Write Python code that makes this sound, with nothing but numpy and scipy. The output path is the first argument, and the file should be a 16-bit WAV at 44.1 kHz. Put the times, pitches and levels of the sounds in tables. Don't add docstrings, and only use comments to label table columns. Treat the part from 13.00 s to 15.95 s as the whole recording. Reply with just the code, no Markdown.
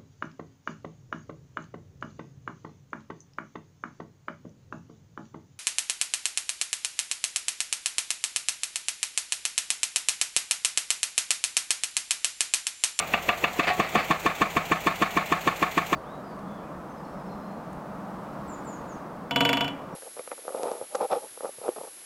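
import sys
import numpy as np
from scipy import signal
from scipy.fft import rfft, irfft
from scipy.io import wavfile
from scipy.ndimage import uniform_filter1d, minimum_filter1d

SR = 44100
rng = np.random.default_rng(int(sys.argv[2]) if len(sys.argv) > 2 else 0)


def transcribe(u):
    v = np.clip(np.atleast_2d(u).T, -1, 1)
    q = np.round(v * 32767).astype(np.int16)
    wavfile.write(sys.argv[1], SR, q)


N = 130095
TIME = np.arange(N) / SR
AGE = TIME[:SR // 2]

# (relative, per Hz, as in every spectrum)
ENGINE_SPECTRUM = [(20, -24), (45, -3.5), (90, -6.5), (170, 1.5), (300, -4), (500, 1), (700, 4.5),
                   (1000, 0), (1600, -4.5), (2350, 0), (3100, -9), (4200, -18.5), (5200, -20.5),
                   (7000, -13.5), (9500, -26), (12000, -28), (13500, -19.5), (16000, -20)]
# pitch_hz, level_db
ENGINE_ORDERS = [(41.7, -58), (83.4, -59), (166.8, -50.5)]
# start_s, level_db, rise_s, t60_s
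ROCK_CRACKS = [(0.626, -25, 0.0082, 0.22), (.668, -11, 0.019, 0.15), (0.814, -29.5, .01, 0.37),
               (0.97, -22, 0.012, 0.26), (1.119, -26, 0.007, 0.1)]
# frequency_hz, density_db
STONE_SPECTRUM = [(80, -14), (300, -8), (520, -4), (730, 1.5), (900, -6.5), (1150, -2.5), (1400, -7),
                  (1900, -0.5), (2800, -5), (3500, -13), (4600, -15), (5500, -25.5), (16000, -45)]
# pitch_hz, level_db, t60_s
LINKAGE_MODES = [(669, -29, 0.11), (728, -18.5, 0.21), (823, -25, 0.19), (1120, -27, 0.29),
                 (1860, -26, 0.16)]
# time_s, pitch_hz, level_db
WHISTLE_TRACK = [(0, 12950, -65), (.3, 12860, -57), (.44, 12930, -57), (.7, 12750, -68), (1.6, 12680, -62),
                 (2.95, 12720, -60)]
# frequency_hz, density_db
OIL_SPECTRUM = [(500, -5), (1800, -13), (3000, 6.5), (4200, 4.5), (5200, -10), (7100, 3), (9500, -10),
                (12000, -10.5), (13000, -2), (14300, -1), (16000, -2.5)]
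# frequency_hz, density_db
RUSH_SPECTRUM = [(60, -4), (180, -5), (450, 1), (800, -3.5), (1300, -11.5), (1950, -11), (2350, -3.5),
                 (2800, -14), (3500, -13.5), (5000, -25.5), (7000, -21.5), (11000, -34.5), (14500, -26)]
# frequency_hz, density_db
THUD_SPECTRUM = [(60, -12), (110, -9), (200, -0.5), (290, -6), (400, -7.5), (550, -8), (720, -2),
                 (1000, -14.5), (2000, -20), (8000, -65)]
# frequency_hz, density_db
TAIL_SPECTRUM = [(60, -17), (350, -24.5), (720, 6.5), (950, -8), (1200, 3.5), (1600, -6), (2350, 0),
                 (3100, -16), (4200, -13), (5500, -28), (16000, -41)]
# delay_s, gain_db
RING_REFLECTIONS = [(.0305, -26.5), (0.0397, -19.5), (0.0506, -22)]
# pitch_hz, t60_s, perched_db, bedded_db, lag_s
STEEL_MODES = [(87.4, 0.13, -37, -38.5, -0.0077), (167.1, .16, -43, -25.5, -0.0038),
               (203, 0.049, -23, -16.5, .002), (321, 0.049, -26, -15.5, -.0066),
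               (444.6, 0.1, -29, -30.5, -.003), (707.3, 0.052, -19, -20, 0), (897, 0.04, -42, -18.5, .001),
               (1098.5, 0.061, -23, -10, .0002), (1174, .12, -20.5, -24, .001),
               (1275, 0.25, -55, -30, .003), (1390, 0.11, -56, -31.5, .002), (1755, .05, -32, -14.5, .003),
               (1926, 0.034, -26, -34, .001), (2240, 0.088, -25.5, -28.5, .001),
               (2390, 0.073, -35, -24, -0.0032), (2469, 0.03, -17.5, -34, -.0005),
               (2604, 0.048, -13.5, -28, -.0005), (2840, 0.033, -17.5, -38, 0.0048),
               (3440, 0.088, -33, -44, 0), (3604, 0.091, -34.5, -35.5, 0), (4390, 0.076, -42, -41, 0)]
# frequency_hz, perched_density_db, bedded_density_db
CLANG_SPECTRA = [(60, -34, -28), (250, -18, -8.5), (660, 3, -4), (1220, -0.5, 1.5), (1500, 1.5, -4.5),
                 (2070, -4, -8), (2670, -3, -6.5), (3400, -20, -11.5), (4300, -13.5, -15.5),
                 (5400, -36, -26.5), (6830, -26, -20), (9900, -50, -33), (16000, -45, -36)]
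# start_s, strength_db, seat (0 perched to 1 bedded), thud_db
PISTON_BLOWS = [(-.012, -1.5, 0.07, -36), (0.1381, 0, 0.03, -24.5), (0.2903, 0.5, 0.04, -44),
                (0.4411, 0, 0.1, -33.5), (0.5956, 0, 0.48, -23.5), (0.799, 0, 0.66, -18),
                (0.9553, 1.5, 0.86, -14), (1.1088, 0, 0.86, -20.5), (1.2625, 1.5, .95, -23.5),
                (1.417, 0, 0.99, -24), (1.5681, -1.5, 1, -30), (1.719, 0.5, 1, -26), (1.8702, 1.5, 1, -35),
                (2.0214, 1.5, 0.94, -30), (2.1725, 1, 0.93, -44), (2.3234, 0, 0.97, -33),
                (2.475, 0, 0.99, -29), (2.6266, 0.5, 1, -35), (2.7776, -.5, 0.98, -36),
                (2.9289, -0.5, 0.96, -45)]


def from_db(db):
    return 10 ** (np.asarray(db) / 20)


def rms_one(x):
    return x / np.sqrt(np.mean(x ** 2) + 1e-20)


def colour(x, spectrum):
    hz, db = np.transpose(spectrum)
    bins_hz = np.maximum(np.fft.rfftfreq(len(x), 1 / SR), 1)
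    gain = from_db(np.interp(np.log(bins_hz), np.log(hz), db)) * np.minimum(bins_hz / hz[0], 1)
    return rms_one(irfft(rfft(x) * gain, len(x)))


def noise(spectrum, size=N):
    return colour(rng.standard_normal(size), spectrum)


def burst(age, rise_s, t60_s):
    age = np.maximum(age, 0)
    return (1 - np.exp(-age / rise_s)) * np.exp(-np.log(1000) * age / t60_s)


def wavering(hz, waver_hz):
    wander = rms_one(uniform_filter1d(rng.standard_normal(N), int(SR / (4 * waver_hz))))
    return np.sqrt(2) * np.sin(2 * np.pi * np.cumsum(hz + waver_hz * wander) / SR)


def add(out, start_s, sound):
    i = int(start_s * SR)
    part = sound[max(-i, 0):max(N - i, 0)]
    out[max(i, 0):max(i, 0) + len(part)] += part


def treble_ripple(x, spread_db=2.5, spacing_hz=90, above_hz=2000):
    knots_hz = np.arange(0, SR / 2, spacing_hz)
    ripple_db = spread_db * rng.standard_normal(len(knots_hz)) * (knots_hz > above_hz)
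    gain = from_db(np.interp(np.fft.rfftfreq(N, 1 / SR), knots_hz, ripple_db))
    return irfft(rfft(x) * gain, N)


def engine():
    roar = from_db(-37.5) * noise(ENGINE_SPECTRUM)
    return roar + sum(from_db(db) * wavering(hz, waver_hz=1.44) for hz, db in ENGINE_ORDERS)


def rock(chips_per_s=3500):
    clicks = (rng.random(N) < chips_per_s / SR) * rng.choice([-1, 1], N)
    size_db = np.minimum(rng.exponential(1, N), 3)
    showers = sum(from_db(db) * burst(TIME - start_s, rise_s, t60_s)
                  for start_s, db, rise_s, t60_s in ROCK_CRACKS)
    return treble_ripple(colour(clicks * from_db(size_db), STONE_SPECTRUM) * showers)


def linkage(start_s=0.701, rise_s=0.004):
    age = TIME - start_s
    return sum(from_db(db) * burst(age, rise_s, t60_s) * np.sin(2 * np.pi * hz * age)
               for hz, db, t60_s in LINKAGE_MODES)


def valve_whistle(flow, follow_share=0.41):
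    time_s, hz, db = np.transpose(WHISTLE_TRACK)
    tone = wavering(np.interp(TIME, time_s, hz), waver_hz=110)
    return from_db(np.interp(TIME, time_s, db)) * tone * (1 + follow_share * (rms_one(flow) - 1))


def hydraulics(valve_lead_s=0.068, flow_lead_s=0.033, flow_end_s=0.0093,
               rush_swell_s=0.013, rush_end_s=0.0026):
    flow, rush = np.zeros(N), np.zeros(N)
    for start_s, strength_db, _, _ in PISTON_BLOWS:
        before, after = np.maximum(start_s - TIME, 0), np.maximum(TIME - start_s, 0)
        flow += from_db(-36.5) * burst(TIME - start_s + valve_lead_s, rise_s=0.0031, t60_s=0.14)
        flow += from_db(-47.5) * (before < flow_lead_s) * np.exp(-after / flow_end_s)
        rush += from_db(strength_db - 27) * np.exp(-before / rush_swell_s - after / rush_end_s)
    whistle = valve_whistle(flow)
    return treble_ripple(flow * noise(OIL_SPECTRUM) + rush * noise(RUSH_SPECTRUM)) + whistle


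def steel_ring(seat, scatter_db=0.8, rise_cycles=0.5):
    for hz, t60_s, perched_db, bedded_db, lag_s in STEEL_MODES:
        level_db = perched_db + seat * (bedded_db - perched_db) + scatter_db * rng.standard_normal()
        mode = from_db(level_db) * burst(AGE, rise_cycles / hz, t60_s) * np.sin(2 * np.pi * hz * AGE)
        yield lag_s, mode
        for delay_s, gain_db in RING_REFLECTIONS:
            yield lag_s + delay_s, from_db(gain_db) * mode


def seat_blend(perched, bedded, seat, fresh, fresh_share):
    repeating = np.sqrt(1 - seat) * perched + np.sqrt(seat) * bedded
    return np.sqrt(1 - fresh_share) * repeating + np.sqrt(fresh_share) * fresh


def hammer(thud_lead_s=0.0053, echo_delay_s=0.035):
    out, size = np.zeros(N), len(AGE)
    hz, perched_db, bedded_db = np.transpose(CLANG_SPECTRA)
    clangs = noise(np.c_[hz, perched_db], size), noise(np.c_[hz, bedded_db], size)
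    tails = noise(TAIL_SPECTRUM, size), noise(TAIL_SPECTRUM, size)
    thud_shape = burst(AGE, rise_s=0.0017, t60_s=0.087)
    clang_shape = from_db(-18.5) * burst(AGE, rise_s=0.0004, t60_s=0.067)
    quarry = burst(AGE, rise_s=0.01, t60_s=0.3)
    rock_face = burst(AGE - echo_delay_s, rise_s=0.0033, t60_s=0.097)
    tail_shape = from_db(-28.5) * np.hypot(quarry, rock_face)
    for start_s, strength_db, seat, thud_db in PISTON_BLOWS:
        add(out, start_s - thud_lead_s, from_db(thud_db) * thud_shape * noise(THUD_SPECTRUM, size))
        fresh_clang = noise(np.c_[hz, perched_db + seat * (bedded_db - perched_db)], size)
        clang = clang_shape * seat_blend(*clangs, seat, fresh_clang, fresh_share=0.22)
        tail = tail_shape * seat_blend(*tails, seat, noise(TAIL_SPECTRUM, size), fresh_share=0.42)
        add(out, start_s, from_db(strength_db) * (clang + tail))
        for lag_s, mode in steel_ring(seat):
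            add(out, start_s + lag_s, from_db(strength_db) * mode)
    return out


def scene():
    return (hammer() + hydraulics() + rock() + linkage() + engine())[None]


def record(dry, low_cut_hz=37, high_cut_hz=15800, threshold=0.365, attack_s=0.0004, release_db_per_s=310):
    mic = signal.sosfilt(signal.butter(2, low_cut_hz, "high", fs=SR, output="sos"), dry)
    over_db = np.maximum(20 * np.log10(np.abs(mic[0]) / threshold + 1e-9), 0)
    release_db = release_db_per_s * TIME
    gain_db = release_db - np.maximum.accumulate(over_db + release_db)
    width = int(attack_s * SR)
    eased_db = uniform_filter1d(minimum_filter1d(gain_db, 2 * width + 1), width)
    high_cut = signal.ellip(12, 0.1, 80, high_cut_hz, fs=SR, output="sos")
    return signal.sosfilt(high_cut, mic * from_db(eased_db))


dry = scene()
out = record(dry)
transcribe(out)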